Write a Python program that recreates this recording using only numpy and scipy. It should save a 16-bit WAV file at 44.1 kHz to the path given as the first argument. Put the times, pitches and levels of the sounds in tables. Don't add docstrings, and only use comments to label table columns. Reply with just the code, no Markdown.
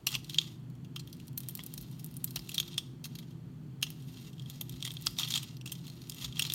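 import sys
import numpy as np
from scipy import signal
from scipy.fft import rfft, irfft, next_fast_len
from scipy.io import wavfile
from scipy.ndimage import map_coordinates

SR = 44100
rng = np.random.default_rng(int(sys.argv[2]) if len(sys.argv) > 2 else 0)


def file_out(sig):
    cols = np.atleast_2d(sig).T
    lim = np.clip(cols, -1, 1)
    pcm = np.round(lim * 32767).astype(np.int16)
    wavfile.write(sys.argv[1], SR, pcm)


N = 288414

# f/Hz, width/Hz, level/dB
BAR_MODES = [(2734, 130, 1), (2970, 193, -1.5), (3250, 104, 3), (3595, 174, 6), (3744, 518, 1.5),
             (4177, 104, 7), (4264, 320, -0.5), (4970, 378, -0.5)]
# f/Hz, width/Hz, level/dB
BLADE_MODES = [(5543, 600, 1), (5730, 413, 3.5), (6190, 640, -6.5), (6955, 500, -4), (8510, 260, -9)]
# f/Hz, width/Hz, level/dB
TABLE_MODES = [(892, 370, -5.5), (1253, 170, 0), (1958, 160, 0), (2270, 340, -2)]
# f/Hz, width/Hz, level/dB
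SNAP_MODES = [(9600, 520, -4), (10830, 120, 0), (12800, 3000, 5.5), (12640, 360, 8.5)]


def amp(db):
    return 10 ** (np.asarray(db) / 20)


def unit(x):
    return x / np.sqrt(np.mean(x ** 2) + 1e-20)


def along(points, hz):
    f, v = np.transpose(points)
    return np.interp(np.log(hz + 1), np.log(f + 1), v)


def filtered(x, gain):
    m = next_fast_len(N + SR // 2)
    return irfft(rfft(x, m) * gain(np.fft.rfftfreq(m, 1 / SR)), m)[..., :N]


def response(modes):
    return lambda f: sum((-1) ** k * amp(db) * 1j * f * width / (hz * hz - f * f + 1j * f * width)
                         for k, (hz, width, db) in enumerate(modes))


def resonate(x, modes):
    return unit(filtered(x, response(modes)))


def struck(modes, lift_db):
    damped = [(hz, 1.5 * width, db + lift) for (hz, width, db), lift in zip(modes, lift_db)]
    ring = irfft(response(damped)(np.fft.rfftfreq(2048, 1 / SR)))[:1400]
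    return ring / np.abs(ring).max()


def wobble(rate):
    return map_coordinates(rng.standard_normal(int(N * rate / SR) + 4), [np.arange(N) * rate / SR])


def grit(per_second, spread_db):
    breaks = rng.random(N) < per_second / SR
    size_db = spread_db * np.minimum(rng.exponential(1, N), 4.5)
    return unit(breaks * amp(size_db) * rng.standard_normal(N))


def appliance_hum():
    # f/Hz, width/Hz, level/dB
    hum_modes = [(47.4, 15, -21.5), (63.3, 4, -18.5), (82.5, 25, -22), (98.5, 4.1, -11), (126.9, 6.7, -0.5),
                 (154.57, 3.12, 2), (167.7, 7, -7.5), (189.2, 8.2, -8.5), (201, 14, -15.5),
                 (230.1, 2.9, -9.5), (242.3, 7.3, -16), (255, 2.57, -7.5), (265.2, 5, -15.5),
                 (298, 16, -19.5), (318.6, 5.5, -15.5), (346.3, 1.8, -9), (363.4, 15, -27),
                 (411, 37, -24.5), (436, 18, -25)]
    hum = resonate(rng.standard_normal(N), hum_modes)
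    return amp(-45.5) * filtered(hum, lambda hz: 1 / (1 + (hz / 450) ** 6))


def room_tone():
    # f/Hz, relative density/dB
    air_spectrum = [(260, -13.5), (450, 0), (507, -6), (947, -8), (2150, -16.5), (3360, -15), (3780, -23),
                    (4390, -15), (4870, -24.5), (6970, -23), (10400, -28.5), (14900, -25), (15800, -35.5)]
    return amp(-66.5) * unit(filtered(rng.standard_normal(N), lambda hz: amp(along(air_spectrum, hz))))


def room_echo(x):
    # f/Hz, T60/s
    decay_times = [(800, 0.43), (3300, 0.41), (8000, 0.45), (15000, 0.39)]
    out = np.zeros(N + SR)
    hop, delay = SR // 10, 190
    for start in range(0, N, hop):
        hz, t, noise = signal.stft(rng.standard_normal(SR // 2), SR, nperseg=256)
        decay = amp(-60 * t / along(decay_times, hz)[:, None])
        tail = signal.istft(noise * decay, SR, nperseg=256)[1]
        near = rng.standard_normal(len(tail)) * np.exp(-np.arange(len(tail)) / SR / 0.00057)
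        answer = amp(-19.0) * tail / np.linalg.norm(tail) + amp(-9.5) * near / np.linalg.norm(near)
        wet = signal.fftconvolve(x[start:start + hop], answer)
        out[start + delay:][:len(wet)] += wet
    return out[:N]


def table_bumps():
    # t/s, envelope peak/dB, f/Hz
    bumps = [(.17, -52.5, 45), (1.82, -52, 60), (2.39, -48.5, 49.6), (4.752, -50, 61.7), (5.1, -52, 44.8),
             (6.273, -47, 61)]
    t = np.arange(N) / SR
    return sum(amp(db) * np.exp(-((t - s) / 0.039) ** 2) * np.sin(2 * np.pi * hz * (t - s))
               for s, db, hz in bumps)


def blade_scrape():
    # t/s, level/dB
    stroke = [(0.059, -77), (0.084, -48), (0.144, -46), (0.214, -67.5), (0.403, -51.5), (0.555, -66),
              (0.57, -75), (0.693, -94.5), (0.949, -91.5), (0.984, -75), (1.279, -68.5), (1.369, -90),
              (1.398, -64), (1.811, -63), (2.163, -68), (2.35, -65.5), (2.546, -53), (2.764, -61.5),
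              (2.883, -67.5), (3.03, -92.5), (3.058, -66.5), (3.312, -71.5), (3.411, -85), (3.812, -84.5),
              (3.839, -61), (3.979, -66.5), (4.213, -59.5), (4.295, -61), (4.32, -73), (4.45, -69),
              (4.515, -58.5), (4.628, -65.5), (4.868, -55.5), (4.997, -63.5), (5.066, -51.5),
              (5.161, -62.5), (5.2, -41), (5.264, -49.5), (5.365, -40.5), (5.405, -52.5), (5.53, -60),
              (5.638, -93), (5.679, -56), (5.72, -63.5), (6.05, -60.5), (6.171, -57), (6.239, -42),
              (6.31, -60.5), (6.416, -46.5), (6.539, -53.5)]
    # t/s, hiss lift/dB
    brightness = [(0.3, 1.5), (0.9, 2), (1.2, 2), (2.2, 5), (2.6, 0), (3.1, -3), (4.0, 4.5), (4.4, 1),
                  (4.9, 1), (5.1, 5.5), (5.45, -2.5), (6.1, 3.5), (6.5, -2)]
    t = np.arange(N) / SR
    scrape_db = np.interp(t, *np.transpose(stroke))
    hiss_db = -63.5 + 0.83 * (scrape_db + 57.5) + np.interp(t, *np.transpose(brightness))
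    clump_db = np.clip(2 + 0.071 * (scrape_db + 57), 0, 4)
    clumps = amp(clump_db * (wobble(60) + wobble(150)))
    coarse = clumps * grit(per_second=2500, spread_db=1.0)
    fine = clumps * grit(per_second=6000, spread_db=2.5)
    body = unit(resonate(coarse, BAR_MODES)
                + amp(-5.0) * resonate(coarse, BLADE_MODES)
                + amp(-10.5) * resonate(coarse, TABLE_MODES))
    hiss = filtered(resonate(fine, SNAP_MODES), lambda hz: 1 / (1 + (hz / 15000) ** 4))
    return amp(scrape_db) * body + amp(hiss_db) * hiss


def soap_cracks():
    # t/s, ring centre/Hz, bar peak/dB, snap peak/dB, table peak/dB, crumbs re break/dB
    cracks = [(0.0694, 2480, -16.5, -20, -33, -11), (0.089, 3340, -30, -38, -56, -15.5),
              (0.1065, 3200, -43, -35, -52, -18.5), (0.1189, 4030, -34, -28, -56, -24),
              (0.1284, 3180, -36, -50.5, -45, 2), (0.1419, 2900, -26, -44, -48, -0.5),
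              (0.1516, 2800, -18.5, -32.5, -37, -11.5), (0.2452, 4290, -40, -38, -61, -23),
              (0.2968, 3460, -29.5, -38, -57, -16), (0.3058, 3230, -36, -44.5, -63, -20),
              (0.3338, 4120, -38, -57, -66, -17.5), (0.3446, 3130, -25, -31.5, -56, -19),
              (0.359, 3270, -42.5, -64.5, -63, -20), (0.3734, 3120, -52, -49.5, -65, -26),
              (0.3852, 3320, -8, -30.5, -37, -22), (0.4152, 3350, -30.5, -34, -61, -23.5),
              (0.598, 3260, -66, -59, -68, -18), (0.7006, 4370, -60.5, -50, -66, -22),
              (0.753, 3220, -59, -53, -70, -19), (0.8473, 3070, -48.5, -57.5, -70, -12),
              (0.9622, 3140, -27.5, -37.5, -42, -12.5), (0.9962, 4340, -38, -43, -58, -8.5),
              (1.0748, 3330, -43.5, -39, -66, -21.5), (1.0975, 3260, -60, -55.5, -68, -8),
              (1.129, 4660, -40.5, -41, -64, -18), (1.1479, 3260, -56, -56, -68, -13),
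              (1.1688, 2690, -62, -45.5, -67, -28), (1.2003, 2710, -44.5, -49, -65, -13),
              (1.272, 5120, -61, -40.5, -70, -24), (1.2813, 4460, -46.5, -34, -68, -29),
              (1.3308, 3220, -58, -45, -71, -32), (1.3777, 4230, -35, -18, -56, -24),
              (1.405, 3310, -48, -24, -65, -31.5), (1.4345, 3310, -48, -38, -67, -21),
              (1.4872, 4530, -47, -17, -62, -33), (1.4956, 3230, -43, -34, -62, -23.5),
              (1.5089, 3250, -57, -35, -62, -32), (1.5528, 4220, -43, -17.5, -64, -33),
              (1.5743, 4400, -45, -31.5, -64, -21), (1.592, 3030, -33, -51, -37, -18.5),
              (1.6036, 3260, -42, -52, -53, -7), (1.6376, 4430, -50, -24, -66, -36),
              (1.6642, 4500, -49, -25.5, -64, -28), (1.7395, 5300, -45, -22, -65, -32.5),
              (1.7787, 3980, -36, -28.5, -54, -16), (1.8121, 3260, -55, -34.5, -66, -15),
              (1.8261, 4100, -51, -36, -59, -27), (1.9136, 4090, -57, -42, -59, -20.5),
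              (1.996, 4640, -46, -39.5, -59, -6), (2.0446, 4230, -57, -22, -64, -31),
              (2.0626, 4660, -60, -31, -68, -30), (2.1124, 3390, -61, -39.5, -64, -24),
              (2.1412, 3270, -57, -37, -69, -25), (2.168, 4600, -55, -29, -66, -29.5),
              (2.2435, 4000, -40, -12, -50, -29.5), (2.276, 4570, -43, -54, -54, -5),
              (2.3084, 4460, -44.5, -28, -67, -22.5), (2.3606, 3980, -23.5, -21.5, -36, -16.5),
              (2.37, 2920, -30.5, -58, -41.5, -13), (2.3928, 5000, -32, -33.5, -46, -26),
              (2.4929, 2730, -30.5, -26.5, -46, -19.5), (2.5176, 3290, -37, -33.5, -56, -20.5),
              (2.545, 4110, -30.5, -24.5, -47, -11.5), (2.5547, 3560, -36, -36.5, -55, -25),
              (2.5808, 3470, -15.5, -30, -47, -18.5), (2.6005, 3400, -17.5, -25, -34, -18),
              (2.6287, 3610, -34, -56, -51, -20), (2.68, 3380, -43, -45, -54, -8),
              (2.731, 3510, -40, -53, -65, -19.5), (2.7427, 3800, -38, -49, -63, -25),
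              (2.7798, 3350, -17, -33.5, -38.5, -13), (3.0432, 4460, -32, -35.5, -58, -8.5),
              (3.055, 4290, -36, -33, -44, -10.5), (3.154, 4400, -40.5, -38, -60, -13.5),
              (3.1879, 3970, -37, -38.5, -51, -10), (3.228, 3100, -51.5, -61, -56, -9),
              (3.3087, 3210, -55, -57, -69, -6), (3.8153, 3210, -47, -41, -68, -21),
              (3.828, 2980, -14, -23, -34, -12.5), (3.8669, 3100, -37, -51, -47, -8),
              (3.904, 2790, -44, -25.5, -67, -31), (4.024, 3300, -54, -50, -64, -15),
              (4.171, 3160, -44, -64, -60, -9), (4.3314, 3170, -49.5, -53, -69, -12),
              (4.381, 3170, -46, -67, -69, -18), (4.3963, 3340, -37, -51, -65, -19),
              (4.4213, 3260, -50.5, -50, -70, -5), (4.4594, 3350, -43, -57, -64, -15),
              (4.4992, 3500, -36.5, -31.5, -62, -20.5), (4.558, 4780, -46, -49, -63, -13),
              (4.612, 3340, -29, -25.5, -41, -17), (4.6951, 3340, -38.5, -33.5, -61, -27),
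              (4.7242, 3740, -47, -39, -66, -20), (4.74, 3290, -44, -59, -60, -16),
              (4.8057, 3490, -42, -44, -65, -18.5), (4.8255, 3440, -24.5, -33, -38.5, -33.5),
              (4.8512, 3480, -27, -30.5, -37.5, -8), (4.866, 3330, -31, -51, -45, -23),
              (4.876, 3340, -31, -39, -37.5, -13), (4.906, 3370, -30, -41.5, -64, -21),
              (4.9175, 3550, -40, -31, -56, -24), (4.939, 3150, -48, -34, -65, -19),
              (4.9687, 3420, -30, -54, -49, -20), (5.0124, 3380, -54, -36.5, -60, -21.5),
              (5.0232, 4340, -51, -30, -63, -30.5), (5.064, 3730, -37, -25.5, -44, 4),
              (5.069, 5160, -11.5, -40, -28.5, -22.5), (5.1091, 3820, -52, -36.5, -61, -23),
              (5.1675, 3590, -40, -54, -52, -17), (5.1869, 3600, -20, -27, -35.5, -18.5),
              (5.1958, 3400, -23, -25, -50, -25.5), (5.208, 3300, -27.5, -42, -44, -18),
              (5.2324, 3320, -20.5, -48, -51, -14), (5.247, 4180, -31, -48, -59, -15),
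              (5.2762, 3380, -29, -46.5, -53, -12), (5.2862, 3440, -35, -32, -60, -8.5),
              (5.306, 3770, -23, -29, -52, -11), (5.3218, 3600, -25.5, -38, -54, -9),
              (5.3392, 3470, -18.5, -27.5, -45, -21.5), (5.357, 3240, -22, -33, -46, -10.5),
              (5.3763, 3200, -20.5, -30, -43, -13), (5.431, 3000, -34, -33.5, -63, -15),
              (5.4857, 4030, -49, -61, -68, -9), (5.5686, 4530, -44.5, -49, -65, -19),
              (5.612, 2890, -39, -53, -66, -13), (5.66, 2690, -35, -38.5, -49, -10),
              (5.675, 3170, -33.5, -43, -54, -15), (5.6957, 2690, -41, -50, -62, -13),
              (5.7207, 3150, -29.5, -26.5, -46, -12), (5.7531, 3230, -43, -50, -58, -10),
              (5.868, 3120, -40, -40, -68, -17.5), (5.8798, 4120, -40.5, -47, -66, -12),
              (5.9, 4150, -40, -42, -66, -27), (6.0181, 4110, -43, -43.5, -66, -17),
              (6.0975, 5060, -25.5, -23.5, -58, -29), (6.1206, 3330, -36.5, -34, -59, -19),
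              (6.146, 3150, -43, -37, -62, -25.5), (6.184, 3180, -40, -42.5, -63, -18),
              (6.2045, 3150, -43, -49, -55, -23), (6.222, 3250, -34, -47, -47, -11),
              (6.2468, 3540, -30, -47.5, -50, -9), (6.325, 3360, -37, -56, -62, -24),
              (6.369, 3280, -31, -63, -48, -17), (6.3949, 2870, -15.5, -14, -34, -21),
              (6.4223, 3300, -20, -23.5, -43, -16), (6.4514, 3770, -25, -41.5, -47, -14.5),
              (6.4664, 4400, -31, -37.5, -48, -13), (6.4998, 3500, -22.5, -35, -52, -16),
              (6.5213, 3650, -26, -32, -54, -29.5), (6.5376, 4960, -26, -14, -47, -35)]
    out = np.zeros(N + SR)
    lead = 150
    t = (np.arange(SR // 10) - lead) / SR
    bar_hz = np.transpose(BAR_MODES)[0]
    for s, centre_hz, bar_db, snap_db, table_db, crumbs_db in cracks:
        crumble_s = 0.0073 * amp(0.13 * (crumbs_db + 8))
        swell = np.where(t < 0, amp(1.5) * np.exp(t / 0.0023), np.exp(-t / crumble_s))
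        crumbs = amp(crumbs_db + np.array([[-8], [-4], [3], [-6]])) * swell
        force = crumbs * (rng.random(len(t)) < .25) * rng.standard_normal((4, len(t)))
        force[:, lead] = 1
        near_db = -12 * (1 - np.exp(-((bar_hz - centre_hz) / 450) ** 2))
        chance_db = 4 * rng.standard_normal((3, len(BLADE_MODES)))
        rings = [struck(BAR_MODES, near_db), struck(BLADE_MODES, chance_db[0]),
                 struck(SNAP_MODES, chance_db[1]), struck(TABLE_MODES, chance_db[2])]
        voices = signal.fftconvolve(force, rings, axes=1)
        blade_db = bar_db + 0.36 * (snap_db - bar_db) - 1.5
        gains = amp([bar_db, blade_db, snap_db, table_db]) / np.abs(voices).max(axis=1)
        crack = gains @ voices
        out[round(s * SR) - lead:][:len(crack)] += crack
    return out[:N]


def scene():
    carving = soap_cracks() + blade_scrape()
    return (carving + room_echo(carving) + table_bumps() + appliance_hum() + room_tone())[None]


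def record(dry):
    low_cut_hz, top_hz = 33, 15900
    return filtered(dry, lambda hz: (hz < top_hz) / (1 + (low_cut_hz / (hz + 1)) ** 4))


dry = scene()
out = record(dry)
file_out(out)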